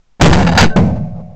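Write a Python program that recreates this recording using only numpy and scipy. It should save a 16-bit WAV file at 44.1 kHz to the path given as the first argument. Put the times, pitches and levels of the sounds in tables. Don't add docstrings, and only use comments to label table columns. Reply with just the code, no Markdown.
import sys
import numpy as np
from scipy import signal
from scipy.fft import rfft, irfft
from scipy.io import wavfile
from scipy.ndimage import uniform_filter1d

SR = 44100
rng = np.random.default_rng(int(sys.argv[2]) if len(sys.argv) > 2 else 0)


def persist_wave(psi):
    counts = np.round(np.clip(psi, -1, 1) * 32767).astype(np.int16)
    wavfile.write(sys.argv[1], SR, np.atleast_2d(counts).T)


N = 59535

# frequency in Hz, relative strength in dB.
CRACK_TONE = [(100, -6), (600, 2.5), (1100, 0), (1800, -5.5), (3500, -10), (7000, -14.5), (14000, -25)]
BLAST_TONE = [(25, -12), (70, -5.5), (160, -1.5), (300, -13.5), (700, -16), (1500, -27), (3500, -36.5),
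              (7000, -41.5), (14000, -54.5)]
KNOCK_TONE = [(30, -1), (100, -4), (250, -9), (400, 1), (750, -7), (1000, -7.5), (1600, -23), (2200, -22),
              (3300, -27), (6000, -34), (12000, -51)]
KNOCK_TAIL_TONE = [(100, -9.5), (310, -15), (440, 1), (740, 1), (1000, -12.5), (1600, -25), (2200, -18),
                   (3300, -30.5), (6000, -33), (8000, -38.5), (12000, -50)]
RUMBLE_TONE = [(25, -17.5), (60, -13), (92, -3.5), (125, -2.5), (172, 1), (230, -10.5), (280, -27.5),
               (400, -46)]
RUB_TONE = [(150, -9), (330, -8.5), (480, 4.5), (820, -1), (1150, -12.5), (1700, -27), (5000, -39),
            (12000, -61)]
WIND_TONE = [(15, -0.5), (30, -13), (60, -21.5), (170, -27), (300, -38), (800, -37), (2000, -42.5),
             (7000, -47.5), (14000, -72)]
# frequency in Hz, width in Hz, relative level in dB.
STEEL_RESONANCES = [(508, 29, -3.5), (719, 50, -1.5), (800, 83, 2), (1463, 82, -6), (1673, 170, -4.5),
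                    (2235, 40, -13), (2788, 270, -10), (3770, 270, -13), (4716, 140, -15),
                    (6310, 320, -19.5), (7250, 700, -22.5)]
# frequency in Hz, width in Hz, relative level in dB.
STOCK_RESONANCES = [(87.8, 30.1, -3), (171.4, 22, 0.5), (214.3, 16, -8)]
# start in seconds, level in dB, fade time in seconds,
# brightness in dB per octave.
CLACKS = [(.329, -2.5, 0.1, 5), (0.409, -10, 0.039, 1.5), (.426, -15.5, .05, 2.5), (0.4713, -6, 0.044, 3),
          (.486, -22.5, 0.053, 1.5), (0.522, -10.5, 0.057, -1.5), (.551, -10, .06, -0.5),
          (0.576, 9.5, 0.094, 6), (.607, 7.5, 0.14, 4.5)]
# start in seconds, level in dB, fade time in seconds.
THUMPS = [(.195, -19.5, .15), (.293, -0.5, 0.19), (.609, 12.5, 0.16), (0.7593, 0.5, 0.56)]
# time in seconds, scrape level in dB, stock shudder level in dB.
SLIDE_LEVELS = [(0.299, -36, -26.5), (.34, -15, -9.5), (.41, -16.5, -9.5), (.46, -20.5, -9.5),
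                (.50, -23, -9), (.54, -21, -13.5), (0.573, -10, -9), (.62, -14, -15.5), (0.699, -47, -35),
                (0.762, -53.5, -32)]
# time in seconds, level in dB.
RUMBLE_LEVELS = [(.80, -27), (.90, -21), (1.02, -17.5), (1.091, -26.5), (1.16, -24), (1.24, -30),
                 (1.35, -36.5)]
# pitch in Hz, level in dB, fade time in seconds.
SPRING_NOTES = [(440, -27.5, .45), (560, -33, 2.16), (620.5, -30.5, 2.8), (720, -31.5, 2.3),
                (810, -42, 1.9), (1080, -42, 1.4), (1533, -25.5, 0.23), (1535, -30.5, 0.75)]
# middle in seconds, level in dB, half its length in seconds.
RUBS = [(.895, -27.5, .035), (0.967, -28.5, 0.012), (1.168, -41.5, 0.025), (1.203, -37, 0.015),
        (1.316, -47, 0.014)]
# time in seconds, shift (1 is full scale).
MIC_DRIFT = [(0.23, 0), (0.241, 4), (0.251, -0.5), (0.273, 0), (0.287, -2), (0.328, -0.51), (0.379, -0.57),
             (0.411, 0), (0.593, 0), (0.626, 0.92), (.645, -.5), (.672, -0.75), (0.702, -0.5), (.73, -0.15),
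             (0.766, 0)]


def shot(start_s=.2113):
    crack = fade(start_s, db=13, fade_s=.071) * noise(CRACK_TONE)
    blast = fade(start_s, db=14.5, fade_s=.45) * steady(noise(BLAST_TONE))
    return crack + blast


def hammer_and_clacks():
    chatter = rng.standard_normal(N)
    bands = [(hz, undb(db) * resonate(chatter, [(hz, width, 0)])) for hz, width, db in STEEL_RESONANCES]

    def ring(brightness, bright_hz=1750):
        return steady(sum(undb(brightness * np.log2(min(hz / bright_hz, 1))) * band for hz, band in bands))

    hammer = fade(.197, db=-18, fade_s=.14, rise_s=.0019) * ring(brightness=-5)
    clacks = sum(fade(start, db, fade_s) * ring(brightness) for start, db, fade_s, brightness in CLACKS)
    return hammer + clacks


def slide(clink_width_hz=48.4):
    friction = ticks(per_second=300) + .2 * rng.standard_normal(N)
    scrape = resonate(friction, STEEL_RESONANCES)
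    clink_resonances = [(hz, clink_width_hz, db) for hz, _, db in STEEL_RESONANCES]
    clinks = resonate(ticks(per_second=110), clink_resonances)
    return follow(SLIDE_LEVELS) * (undb(-.5) * scrape + undb(-1) * clinks)


def stock():
    shudder = follow(SLIDE_LEVELS, column=2)
    thumps = sum(fade(start, db, fade_s, rise_s=.0025) for start, db, fade_s in THUMPS)
    return (shudder + thumps) * steady(resonate(rng.standard_normal(N), STOCK_RESONANCES))


def knock_shut(start_s=.7607):
    knock = fade(start_s, db=1, fade_s=.11, rise_s=.002) * steady(noise(KNOCK_TONE))
    tail_level = fade(start_s, db=-14.5, fade_s=.44) + fade(start_s, db=-35.5, fade_s=1.87)
    return knock + tail_level * steady(noise(KNOCK_TAIL_TONE))


def rumble():
    return follow(RUMBLE_LEVELS) * steady(noise(RUMBLE_TONE + [(1000, -92)]))


def spring(start_s=.701, waver_depth=.3):
    notes = np.zeros(N)
    for hz, db, fade_s in SPRING_NOTES:
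        waver = 1 + waver_depth * noise([(1, -3.5), (25, 3.5), (80, -32), (400, -90.5)])
        notes += fade(start_s, db, fade_s) * waver * np.sin(2 * np.pi * hz * (clock() - start_s))
    return notes


def hand_rubs():
    swells = sum(undb(db) * np.exp(-((clock() - middle) / half) ** 2) for middle, db, half in RUBS)
    return swells * steady(noise(RUB_TONE))


def wind():
    return undb(-52) * noise(WIND_TONE)


def undb(db):
    return 10 ** (np.asarray(db) / 20)


def unit(x):
    return x / np.sqrt(np.mean(x ** 2))


def clock():
    return np.arange(N) / SR


def fade(start_s, db, fade_s, rise_s=.0003):
    age = np.maximum(clock() - start_s, 0)
    return undb(db) * (1 - np.exp(-age / rise_s)) * np.exp(-np.log(1000) * age / fade_s)


def follow(table, column=1):
    rows = np.array(table)
    return undb(np.interp(clock(), rows[:, 0], rows[:, column], left=-120, right=-120))


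def noise(tone):
    hz, db = np.array(tone).T
    freqs = np.maximum(np.arange(N // 2 + 1) * SR / N, 1)
    gains = undb(np.interp(np.log(freqs), np.log(hz), db))
    return unit(irfft(rfft(rng.standard_normal(N)) * gains, N))


def resonate(x, resonances):
    freqs = np.maximum(np.arange(N // 2 + 1) * SR / N, 1)
    spectrum = rfft(x)
    ringing = np.zeros(N)
    for hz, width, db in resonances:
        off_pitch = .5 * hz / width * (freqs / hz - hz / freqs)
        ringing += undb(db) * unit(irfft(spectrum / (1 + 1j * off_pitch) ** 2, N))
    return unit(ringing)


def steady(x, span_s=.038):
    return x / np.sqrt(uniform_filter1d(x ** 2, int(span_s * SR)) + 1e-9)


def ticks(per_second):
    return unit((rng.random(N) < per_second / SR) * rng.standard_normal(N))


def scene():
    gun = shot() + slide() + hammer_and_clacks() + stock() + rumble() + knock_shut()
    return (gun + hand_rubs() + spring() + wind())[None]


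def record(dry, limit=.61, hardness=9.8, ceiling=.78):
    drive = (dry + np.interp(clock(), *np.array(MIC_DRIFT).T)) / limit
    x = limit * drive / (1 + np.abs(drive) ** hardness) ** (1 / hardness)
    x = signal.sosfilt(signal.butter(1, .69, "high", fs=SR, output="sos"), x)
    x = signal.sosfilt(signal.butter(16, 7840, fs=SR, output="sos"), x)
    x = np.clip(x, -ceiling, ceiling)
    return signal.sosfilt(signal.ellip(8, .2, 70, 16000, fs=SR, output="sos"), x)


dry = scene()
out = record(dry)
persist_wave(out)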